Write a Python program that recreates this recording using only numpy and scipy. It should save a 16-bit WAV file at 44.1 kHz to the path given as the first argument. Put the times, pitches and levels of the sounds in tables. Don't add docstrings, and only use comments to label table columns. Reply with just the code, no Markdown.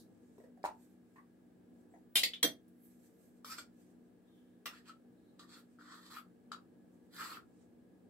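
import sys
import numpy as np
from scipy import signal
from scipy.fft import rfft, irfft
from scipy.io import wavfile
from scipy.ndimage import map_coordinates

SR = 44100
rng = np.random.default_rng(int(sys.argv[2]) if len(sys.argv) > 2 else 0)


def volts_from_db(level):
    exponent = np.asarray(level, float) / 20
    return 10 ** exponent


def materialize(psi):
    bounded = np.clip(np.atleast_2d(psi).T, -1, 1)
    quanta = np.round(bounded * 32767).astype(np.int16)
    wavfile.write(sys.argv[1], SR, quanta)


N = 356769


def unit(x):
    return x / np.sqrt(np.mean(x ** 2) + 1e-20)


def along(points, hz):
    f, v = np.transpose(points)
    return np.interp(np.log(hz + 1), np.log(f + 1), v)


def wobble(rate):
    knots = rng.standard_normal(int(N * rate / SR) + 4)
    return map_coordinates(knots, [np.arange(N) * rate / SR])


def body(spectrum, rings=(), base_db=0):
    f = np.fft.rfftfreq(8192, 1 / SR)
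    power = volts_from_db(2 * (along(spectrum, f) + base_db))
    for hz, width, db in rings:
        power = power + volts_from_db(2 * db) / (1 + (2 * (f - hz) / width) ** 2) ** 2
    ceps = irfft(np.log(power + 1e-12) / 2)
    ceps[1:4096] *= 2
    ceps[4097:] = 0
    h = irfft(np.exp(rfft(ceps)))[:4096]
    return h / np.linalg.norm(h)


def through(x, h):
    return signal.fftconvolve(x, h if x.ndim == 1 else h[None], axes=-1)[..., :N]


def blend(pair, alike, hz):
    turn = np.arccos(np.clip(along(alike, hz), 0, 1)) / 2
    shared, apart = np.cos(turn) * pair[0], np.sin(turn) * pair[1]
    return np.array([shared + apart, shared - apart])


def noise(spectrum, alike, lag):
    f = np.fft.rfftfreq(N, 1 / SR)
    pair = blend(rfft(rng.standard_normal((2, N))), alike, f)
    pair = pair * np.exp(np.outer([-1j, 1j], np.pi * f * lag / SR))
    return unit(irfft(pair * volts_from_db(along(spectrum, f)), N))


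# f/Hz, t60/s
KITCHEN_DECAY = [(200, 0.3), (1000, 0.19), (4000, 0.16), (8000, 0.16), (14000, 0.13)]
# f/Hz, likeness/0..1
ECHO_LIKENESS = [(200, 0.58), (400, 1), (700, 0.3), (1500, 0.14), (4000, 0.036)]
# f/Hz, phase/rad
JAR_SCATTER = [(500, .05), (1200, .5), (2500, 1.6), (6000, 2.1)]


def placed(x, lag, pan_db, wet_db):
    out, step, f = np.zeros((2, N + SR)), 2048, np.fft.rfftfreq(N, 1 / SR)
    for i in range(0, N, step):
        piece = x[i:i + step]
        if np.abs(piece).max() > 1e-6:
            hz, t, z = signal.stft(rng.standard_normal((2, SR // 4)), SR, nperseg=256)
            t60 = along(KITCHEN_DECAY, hz)[:, None]
            z = blend(z, ECHO_LIKENESS, hz[:, None]) * volts_from_db(-60 * t / t60) / np.sqrt(t60)
            tail = signal.istft(z, SR, nperseg=256)[1]
            wet = signal.fftconvolve(piece[None], tail / np.linalg.norm(tail[0]), axes=1)
            out[:, i + 90:i + 90 + wet.shape[1]] += wet
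    ripple = map_coordinates(rng.standard_normal(64), [f / 450])
    twist = along(JAR_SCATTER, f) * ripple
    direct = irfft(rfft(x) * np.exp(np.outer([-1j, 1j], np.pi * f * lag / SR + twist / 2)), N)
    return (direct + volts_from_db(wet_db) * out[:, :N]) * volts_from_db([[pan_db / 2], [-pan_db / 2]])


def blows(times, dbs, contact_s):
    x, t = np.zeros(N + SR), np.arange(600) / SR
    for s, db in zip(times, dbs):
        chatter = rng.standard_normal(len(t)) * volts_from_db(-60 * t / contact_s)
        chatter[0] = 2.6
        x[round(s * SR):][:len(t)] += volts_from_db(db) * chatter
    return x[:N]


def struck(events, colour, gain_db, contact_s):
    s, db = np.transpose(events)
    return volts_from_db(gain_db) * through(blows(s, db, contact_s), colour)


def pings(events, attack_s):
    x, t = np.zeros(N + SR), np.arange(3000) / SR
    for s, db, hz, t60 in events:
        swing = volts_from_db(db - 60 * t / t60) * (1 - np.exp(-t / attack_s)) * np.sin(2 * np.pi * hz * t)
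        x[round(s * SR):][:len(t)] += swing
    return x[:N]


def grains(lumpy_db, rate):
    return unit(rng.standard_normal(N) * volts_from_db(lumpy_db * wobble(rate) + 0.52 * wobble(45)))


def swells(rows, swell_db, attack_s, release_s):
    out = np.zeros((len(rows[0]) - 2, N))
    for s, length, db, *over_db in rows:
        knots = np.cumsum([s - attack_s, attack_s, length, release_s])
        i = np.arange(max(round(knots[0] * SR), 0), round(knots[-1] * SR))
        level = volts_from_db(db + np.interp(i / SR, knots, [-60, -swell_db, 0, -60]))
        out[:, i] += np.outer(volts_from_db([0, *over_db]), level)
    return out


# f/Hz, level/dB
FRIDGE_LINES = [(183.0, -71), (242.2, -66.5), (296.1, -75.5), (323.0, -74.5), (366.1, -80.5),
                (403.7, -85.5), (457.6, -83), (1674, -93)]
# f/Hz, level/dB
AIR_COLOUR = [(20, -48), (45, -35), (60, -21.5), (110, -14), (150, -14.5), (240, -8), (320, -10.5),
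              (400, -15.5), (470, -13.5), (600, -22), (750, -23), (950, -31), (1500, -43.5), (2000, -77)]
# f/Hz, likeness/0..1
AIR_LIKENESS = [(30, 0.9), (150, 0.4), (300, 0.58), (1000, 0.23)]
# f/Hz, level/dB
HISS_COLOUR = [(710, -37), (1200, -5.5), (1460, -9.5), (1640, -1.5), (1750, -7.5), (2130, -11), (2510, -13),
               (3870, -16.5), (6800, -20.5), (7490, -16), (12900, -21), (16000, -18)]
# f/Hz, likeness/0..1
HISS_LIKENESS = [(1500, 0.14), (4000, 0.12), (12000, 0.1)]


def room_tone():
    t, hum = np.arange(N) / SR, 0
    for hz, db in FRIDGE_LINES:
        phase = 2 * np.pi * hz * t + 0.0022 * hz * wobble(9) + 0.0018 * hz * wobble(25)
        hum = hum + volts_from_db(db + 2.2 + 2.8 * wobble(11)) * np.sin([phase - .08, phase + .08])
    air = volts_from_db(-66 + 1.2 * wobble(2.2)) * noise(AIR_COLOUR, AIR_LIKENESS, lag=6)
    hiss = volts_from_db(-84 + 3.0 + 0.22 * wobble(0.85)) * noise(HISS_COLOUR, HISS_LIKENESS, lag=0)
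    return (hum + air) * volts_from_db([[.4], [-.4]]) + hiss


# f/Hz, level/dB
FADING_COLOUR = [(2000, -40), (3200, -14), (4000, -0.5), (5000, -5), (7000, -8), (12000, -7), (15800, -10)]


def fading():
    level_db, t60_s = -63, .2
    decay = volts_from_db(level_db - 60 * np.arange(N) / SR / t60_s)
    return decay * noise(FADING_COLOUR, HISS_LIKENESS, lag=0)


# t/s, length/s, level/dB, brightness/dB
RUSTLES = [(.1, 0.34, -83.5, -7.5), (.78, 0.047, -77.5, -1), (.88, 0.036, -86, -1), (1.07, .11, -86.5, -4),
           (1.74, 0.066, -86.5, -4), (1.89, 0.098, -90, -3.5), (2.825, 0.027, -84.5, 15.5),
           (2.88, 0.03, -82, -1), (2.97, 0.082, -77.5, 0), (3.12, .14, -81, 1.5), (3.3, .08, -86.5, -3),
           (3.76, 0.044, -78.5, -5.5), (3.85, .05, -83, -8), (4.03, 0.023, -91.5, -11),
           (5.68, .04, -83, -12), (6.88, .06, -89, -3.5), (7.03, 0.019, -86, -3.5), (7.5, .12, -82, -20)]
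# f/Hz, level/dB
SLEEVE_COLOUR = [(880, -30), (1500, -4.5), (3010, -11), (5000, -9), (6070, -6.5), (6760, -5.5), (8330, -1),
                 (9500, -10.5), (12400, -30.5), (20900, -120)]
# f/Hz, level/dB
CUFF_COLOUR = [(5290, -40.5), (9000, -13), (10300, -7.5), (11300, -2.5), (12500, -1.5), (15100, -9.5),
               (15800, -16.5)]


def hands():
    touches = swells(RUSTLES, swell_db=9.0, attack_s=0.31, release_s=0.16)
    dull, bright = touches * volts_from_db(-3) * grains(lumpy_db=2.5, rate=400)
    brush = through(dull, body(SLEEVE_COLOUR)) + through(bright, body(CUFF_COLOUR))
    return placed(brush, lag=11.0, pan_db=-2.5, wet_db=5)


# t/s, level/dB, f/Hz, click/dB
FINGER_THUDS = [(0.381, -42.5, 423, -28), (.40, -47, 490, -21), (.438, -45.5, 476, -20),
                (.458, -60, 610, -19), (0.573, -53, 720, -22), (1.159, -53, 1040, 1.5),
                (1.182, -50.5, 1080, -6), (1.938, -50.5, 700, -16), (1.96, -54, 744, -14)]


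def finger_thuds():
    thuds, t = np.zeros(N + SR), np.arange(2000) / SR
    dull = [(150, -40.0), (1000, -27.5), (2500, -46.5), (6000, -45.5)]
    for s, db, hz, click_db in FINGER_THUDS:
        colour = body(dull, [(hz, 200, 0), (1850, 500, click_db - 6.0)])
        puff = rng.standard_normal(len(t)) * volts_from_db(db - 3 - 60 * t / .03) * (1 - np.exp(-t / .0004))
        thuds[round(s * SR):][:len(t)] += np.convolve(puff, colour[:800])[:len(t)]
    return placed(thuds[:N], lag=5.9, pan_db=0.0, wet_db=2.5)


# t/s, level/dB, f/Hz, t60/s
LID_JERKS = [
    (.6407, -17, 770, .008),
    (.6476, -22.5, 890, .016),
    (.651, -18.5, 900, .012),
    (.6602, -24, 895, .017),
    (.677, -34, 920, .016),
    (.687, -35, 900, .04),
]
# f/Hz, level/dB
LID_COLOUR = [(50, -47), (150, -21), (400, -5), (650, -3.5), (1200, 1.5), (2150, -11), (3000, -38.5)]
# t/s, level/dB
LIP_SNAPS = [
    (.631, -56),
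    (.641, -45),
    (.6476, -44.5),
    (.6535, -38.5),
    (.659, -45.5),
]
# f/Hz, level/dB
LIP_COLOUR = [(1500, -4.5), (2300, -2.5), (3300, -7), (4500, -2.5), (6300, -10), (8300, -7.5),
              (11000, -14.5), (15500, -16)]


def lid():
    plastic = body(LID_COLOUR, [(906, 58, 13), (980, 48, 5.4)])
    pop = volts_from_db(3.5) * pings(LID_JERKS, attack_s=0.0016)
    pop += struck(np.array(LID_JERKS)[:, :2], plastic, gain_db=-10.0, contact_s=0.0066)
    snap = struck(LIP_SNAPS, body(LIP_COLOUR), gain_db=-3.5, contact_s=0.01)
    return placed(pop, lag=7.3, pan_db=-0.5, wet_db=-4.0) + placed(snap, lag=5.9, pan_db=0.0, wet_db=2.5)


# t/s, level/dB, f/Hz, t60/s
SPOON_TINKS = [
    (1.903, -81, 7360, 0.11),
    (1.912, -82, 8050, 0.23),
    (1.942, -83, 6650, .2),
    (2.2342, -15.5, 2150, 0.014),
]
# t/s, level/dB
CLACKS = [(2.156, -9.5), (2.1595, -14), (2.1664, -17), (2.1704, -15.5), (2.176, -20), (2.1833, -20),
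          (2.1935, -21.5), (2.203, -32), (2.214, -31.5)]
# f/Hz, level/dB
CLACK_COLOUR = [(150, -36.5), (700, -24.5), (1300, -27), (1900, -15.5), (3000, -8.5), (4500, -10),
                (6400, -16), (11500, -13.5), (15500, -24)]
# f/Hz, width/Hz, level/dB
CLACK_MODES = [(2148, 90, -9.5), (2627, 31, -7), (2789, 87, -2), (3135, 45, 5), (3540, 50, -0.5),
               (3613, 37, 1.5), (3938, 75, -1), (4180, 70, 0), (5030, 90, -8.5), (6330, 83, -11),
               (7693, 120, -7.5), (8210, 90, -11), (10900, 100, -10.5), (11400, 150, -8.5)]
# t/s, level/dB
REBOUNDS = [(2.2338, -12), (2.2365, -13), (2.238, -19), (2.2454, -28), (2.2525, -28.5), (2.262, -30)]
# f/Hz, level/dB
REBOUND_COLOUR = [(150, -32.5), (450, -24.5), (1500, -31.5), (2000, -13), (2900, -11.5), (4500, -4),
                  (5500, -15.5), (8500, -16.5), (15500, -23)]
# f/Hz, width/Hz, level/dB
REBOUND_MODES = [(2100, 200, -6), (2400, 150, -11.5), (3162, 120, -3.5), (3500, 80, 2), (3935, 70, 0),
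                 (4360, 89, 0), (4495, 70, 0.5), (4800, 77, -3.5), (5194, 90, -10), (7570, 200, -11.5),
                 (8540, 150, -13), (11260, 200, -14)]
# t/s, level/dB
SETTLING = [(2.3351, -35), (2.345, -48), (2.355, -48)]
# f/Hz, level/dB
SETTLING_COLOUR = [(1200, -30.5), (2300, -13), (3000, -4), (3500, 3), (4200, -14), (5500, -19.5),
                   (9000, -29.5), (15500, -35)]
# t/s, level/dB
NAIL_FLICKS = [(2.682, -62), (3.257, -66.5)]
# f/Hz, level/dB
FLICK_COLOUR = [(2000, -29.5), (5000, -7), (9500, -1), (12500, 0), (16000, -4)]


def spoons():
    bunch = body(CLACK_COLOUR, CLACK_MODES, base_db=0.5)
    bounced = body(REBOUND_COLOUR, REBOUND_MODES, base_db=-1.5)
    steel = struck(CLACKS, bunch, gain_db=-8.5, contact_s=0.017)
    steel += struck(REBOUNDS, bounced, gain_db=-2.5, contact_s=0.0019)
    steel += struck(SETTLING, body(SETTLING_COLOUR), gain_db=-6.5, contact_s=0.059)
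    steel += struck(NAIL_FLICKS, body(FLICK_COLOUR), gain_db=-3, contact_s=.008)
    steel += pings(SPOON_TINKS, attack_s=0.0013)
    return placed(steel, lag=-0.29, pan_db=0.16, wet_db=1.0)


# t/s, level/dB
BOARD_THUMPS = [
    (2.156, -37),
    (2.2338, -46),
    (2.4297, -34.5),
    (2.442, -31.5),
    (3.447, -54),
    (3.583, -51),
    (4.661, -39),
]
# f/Hz, level/dB
BOARD_COLOUR = [(40, -42), (150, -14), (300, -2.5), (500, -5), (660, -8), (800, -13), (1300, -14),
                (2000, -21), (3000, -51)]
# t/s, level/dB, f/Hz, t60/s
BOARD_PINGS = [(2.4296, -34.5, 495, .03), (2.431, -39.5, 650, .03), (2.442, -34.5, 303, .05),
               (2.443, -37.5, 630, .04), (2.4485, -39, 510, .04)]


def board():
    thumps = struck(BOARD_THUMPS, body(BOARD_COLOUR), gain_db=2.0, contact_s=0.0034)
    return placed(thumps + pings(BOARD_PINGS, attack_s=0.0011), lag=-2, pan_db=-1.5, wet_db=4)


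# t/s, level/dB
DROPS = [
    (2.4297, -10.5),
    (2.432, -19),
    (2.4424, -19.5),
    (2.4484, -20.5),
]
# f/Hz, level/dB
DROP_COLOUR = [(700, -40), (1050, -23), (2000, -16.5), (2900, -25.5), (4500, -22), (5400, -14.5),
               (7100, -28.5), (9000, -38), (11200, -29.5), (13500, -29.5), (15500, -44.5)]
# f/Hz, width/Hz, level/dB
DROP_MODES = [(2127, 200, -19), (3260, 70, -0.5), (3490, 48, 3.5), (3610, 80, -1), (4118, 650, -12.5),
              (6090, 50, 1.5), (6174, 72, 0.5), (8050, 300, -9), (10200, 220, -4.5), (11610, 210, -14.5),
              (12220, 450, -8), (14600, 250, -7)]


def dropped_spoon():
    drop = struck(DROPS, body(DROP_COLOUR, DROP_MODES), gain_db=-4, contact_s=0.008)
    return placed(drop, lag=-0.497, pan_db=-0.5, wet_db=0.5)


# t/s, f/Hz
SPOON_DEPTH = [(3.45, 1240), (3.59, 1410), (4.72, 1370), (4.77, 1700), (4.881, 1315), (5.42, 1190),
               (5.58, 1388), (5.8, 1373), (6.07, 1150), (6.16, 1284), (6.52, 1300), (7.1, 1640),
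               (7.22, 1350), (7.26, 1185), (7.37, 1350)]


def cavity_hz():
    return np.interp(np.arange(N) / SR, *np.transpose(SPOON_DEPTH))


# t/s, length/s, wall level/dB, cavity over wall/dB, grit over wall/dB
HARD_PUSHES = [(3.505, 0.0205, -48, -3, -11), (3.580, 0.0027, -44, -3.5, -13.5),
               (4.86, 0.03, -62.5, 3, -16), (5.49, 0.05, -59.5, -0.5, -18), (5.875, 0.048, -61.5, 8, -23),
               (6.03, 0.034, -66.5, 0, -16), (7.13, 0.035, -57, 2, -7), (7.185, 0.03, -49, 9, -10)]
# t/s, length/s, wall level/dB, cavity over wall/dB, grit over wall/dB
SLOW_DRAGS = [(3.455, 0.054, -59, -1.5, -4.5), (4.71, 0.077, -69.5, 8, -13.5),
              (5.394, 0.04, -70.5, 7.5, -13), (5.56, 0.042, -69.5, 1.5, -7.5), (5.793, 0.078, -73, 8, -15),
              (5.94, 0.045, -68, 7, -12.5), (5.995, 0.038, -74.5, 5, -10), (6.055, 0.036, -70.5, 3, -13),
              (6.105, 0.03, -62.5, 4.5, -9), (6.14, 0.044, -64.5, 7.5, -3.5),
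              (7.235, 0.046, -56.5, 4, -9.5), (7.295, 0.061, -59.5, 6, -7.5)]
# t/s, level/dB, brightness/dB
WALL_TAPS = [(3.4466, -40, -13), (3.5754, -55, -21.5), (3.5829, -48.5, -22), (4.8833, -48, -25.5),
             (5.3941, -44.5, -31), (6.133, -46.5, -12), (6.1676, -47, -22), (6.5186, -39, -20.5),
             (6.5306, -45, -13.5)]
# f/Hz, level/dB
EDGE_COLOUR = [(1500, -27.5), (2300, -20), (3000, -9), (4000, -10), (5200, -8.5), (6300, -11.5),
               (8600, -12), (10000, -28), (13000, -47)]
# f/Hz, width/Hz, level/dB
EDGE_MODES = [(2360, 250, -3.5), (3550, 260, -3.5), (4280, 300, -4), (4580, 160, 0), (4896, 200, -4),
              (5400, 280, -2), (7570, 230, -2), (7940, 300, -17)]
# f/Hz, level/dB
WALL_COLOUR = [(1500, -40.5), (2300, -17.5), (2900, -15), (3500, -6.5), (5200, -11.5), (6100, -17),
               (7000, -13), (8600, -16), (10000, -26), (13000, -45.5)]
# f/Hz, width/Hz, level/dB
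WALL_MODES = [(3410, 440, -7), (4000, 210, -4.5), (4398, 460, -1), (4820, 410, -6.5), (7680, 400, -5.5)]
# t/s, length/s, level/dB
RIM_GRINDS = [(3.508, 0.014, -62), (4.71, 0.063, -70.5), (4.85, 0.056, -70), (5.5, 0.064, -74.5),
              (6.14, 0.04, -61.5), (6.52, .015, -68), (7.19, 0.036, -56.5), (7.25, 0.11, -60.5)]
# f/Hz, level/dB
RIM_COLOUR = [(1500, -32.5), (2100, -4), (2700, 3.5), (3300, 3.5), (4000, -20), (6000, -42.5)]
# f/Hz, level/dB
GRIT_COLOUR = [(5290, -38.5), (9000, -14), (9910, -8), (11900, -1), (12200, 1.5), (12800, 0.5), (13600, -6),
               (15800, -12)]
# f/Hz, width/Hz, level/dB
CAVITY_MODES = [(1010, 150, 0), (1156, 220, 6.5), (1300, 353, 3), (1383, 390, 2.5), (1700, 260, 12)]
# t/s, level/dB
DIGS = [
    (4.6582, -27.5),
    (4.6605, -37.5),
    (4.6684, -42),
    (4.677, -42),
]
# f/Hz, level/dB
DIG_COLOUR = [(500, -39), (900, -18), (1200, -5.5), (1900, -6.5), (2800, -5), (4500, -10), (7000, -14),
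              (9000, -15), (15500, -15)]
# f/Hz, width/Hz, level/dB
DIG_MODES = [(1230, 206, -2), (1900, 200, 0), (2770, 150, -2), (3400, 210, -3.5), (5360, 210, -9),
             (8980, 360, -12.5), (13600, 300, -13)]


def can_scrape():
    rub, boom, grit = (swells(HARD_PUSHES, swell_db=8, attack_s=.07, release_s=.08)
                       + swells(SLOW_DRAGS, swell_db=-2, attack_s=.03, release_s=0.074))
    s, db, bright_db = np.transpose(WALL_TAPS)
    slips = grains(lumpy_db=2.5, rate=550)

    push = volts_from_db(-3.5) * rub * slips + blows(s, db - 7.0, contact_s=0.0124)
    early = np.arange(N) < 4 * SR
    sound = through(push * early, body(EDGE_COLOUR, EDGE_MODES))
    sound += through(push * ~early, body(WALL_COLOUR, WALL_MODES, base_db=2.0))

    grind = swells(RIM_GRINDS, swell_db=5, attack_s=0.057, release_s=0.03)[0]
    sound += through(grind * slips, body(RIM_COLOUR))
    bright_taps = blows(s, db + bright_db - 0.5, contact_s=.006)
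    sound += through(grit * slips + bright_taps, body(GRIT_COLOUR))

    hz, centres = cavity_hz(), np.array(CAVITY_MODES)[:, 0]
    drive = volts_from_db(-8) * boom * slips
    hollow = [(200, -45), (350, -10), (700, -38), (950, -12), (1900, -4.5), (2300, -42.5)]
    for k, ring in enumerate(CAVITY_MODES):
        share = np.interp(hz, centres, np.arange(len(centres)) == k)
        sound += through(drive * np.sqrt(share), body(hollow, [ring, (1840, 220, -6)]))

    rim = body(DIG_COLOUR, DIG_MODES, base_db=-3.5)
    sound += struck(DIGS, rim, gain_db=-8.0, contact_s=0.027)
    return placed(sound, lag=4.87, pan_db=-0.64, wet_db=3.0)


# t/s, level/dB, t60/s
AIR_KNOCKS = [(3.4459, -38.5, 0.019), (3.497, -48, 0.048), (3.521, -46.5, 0.059), (3.547, -50, 0.036),
              (3.584, -41.5, 0.04), (4.885, -54, .015), (4.8947, -46, 0.038), (5.395, -52, 0.025),
              (5.492, -58.5, 0.021), (5.5627, -61, .03), (5.5708, -53.5, .025), (5.787, -50, 0.015),
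              (5.8114, -47.5, 0.014), (5.8852, -51.5, .015), (5.908, -49, .015), (5.9214, -49, .02),
              (5.94, -47.5, .02), (6.105, -52, 0.021), (6.1341, -46, .015), (6.164, -48, 0.024),
              (6.169, -37.5, 0.032), (6.184, -47, 0.018), (6.192, -49, 0.014), (6.5174, -31.5, 0.016),
              (6.530, -36, 0.015), (6.538, -48.5, 0.014), (6.546, -42, 0.013), (6.57, -50, .012),
              (7.184, -45, .015), (7.1956, -41, .015), (7.202, -40, 0.017), (7.217, -41, 0.0082),
              (7.231, -40, 0.013), (7.2567, -39, 0.017), (7.2945, -47, .014), (7.318, -36.5, 0.015),
              (7.33, -45, 0.013), (7.371, -37, 0.013)]
# t/s, level/dB, f/Hz, t60/s
BARE_WALL_PINGS = [(6.518, -50.5, 3890, 0.088), (6.518, -49, 4770, .03), (6.519, -67.5, 7720, 0.036),
                   (6.531, -59, 3900, .06), (6.531, -56, 4650, .04)]


def can_knocks():
    hz = cavity_hz()
    tuned = [(s, db, hz[round(s * SR)], t60) for s, db, t60 in AIR_KNOCKS]
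    knocks = volts_from_db(2.5) * pings(tuned, attack_s=0.00069) + pings(BARE_WALL_PINGS, attack_s=0.00055)
    return placed(knocks, lag=4.5, pan_db=2.5, wet_db=-1.0)


# t/s, length/s, level/dB, f/Hz
SWIRLS = [
    (4.278, 0.1, -85.5, 3400),
    (5.156, 0.12, -91, 3943),
]


def swirl():
    s, length, db, centre_hz = np.transpose(SWIRLS)
    level, = swells(np.array(SWIRLS)[:, :3], swell_db=4.0, attack_s=.2, release_s=.8)
    hz = np.interp(np.arange(N) / SR, [s[0] + .4, s[1] - .1], centre_hz)
    hz = hz + 90 * wobble(9)
    band = through(grains(lumpy_db=-0.5, rate=190), body([(30, -3.0), (250, -3.5), (700, -22.5)]))
    carrier = np.sin(2 * np.pi * np.cumsum(hz) / SR)
    return placed(level * band * carrier, lag=5.6, pan_db=0.4, wet_db=7.5)


def scene():
    still = room_tone() + fading() + hands()
    opening = finger_thuds() + lid()
    steel = spoons() + board() + dropped_spoon()
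    return still + opening + steel + can_scrape() + can_knocks() + swirl()


def roll_off(x):
    return signal.sosfilt(signal.butter(12, 16370, fs=SR, output="sos"), x)


def record(dry):
    top_hz = 15780
    mix = irfft(rfft(dry) * (np.fft.rfftfreq(N, 1 / SR) < top_hz), N)
    return roll_off(mix)


dry = scene()
out = record(dry)
materialize(out)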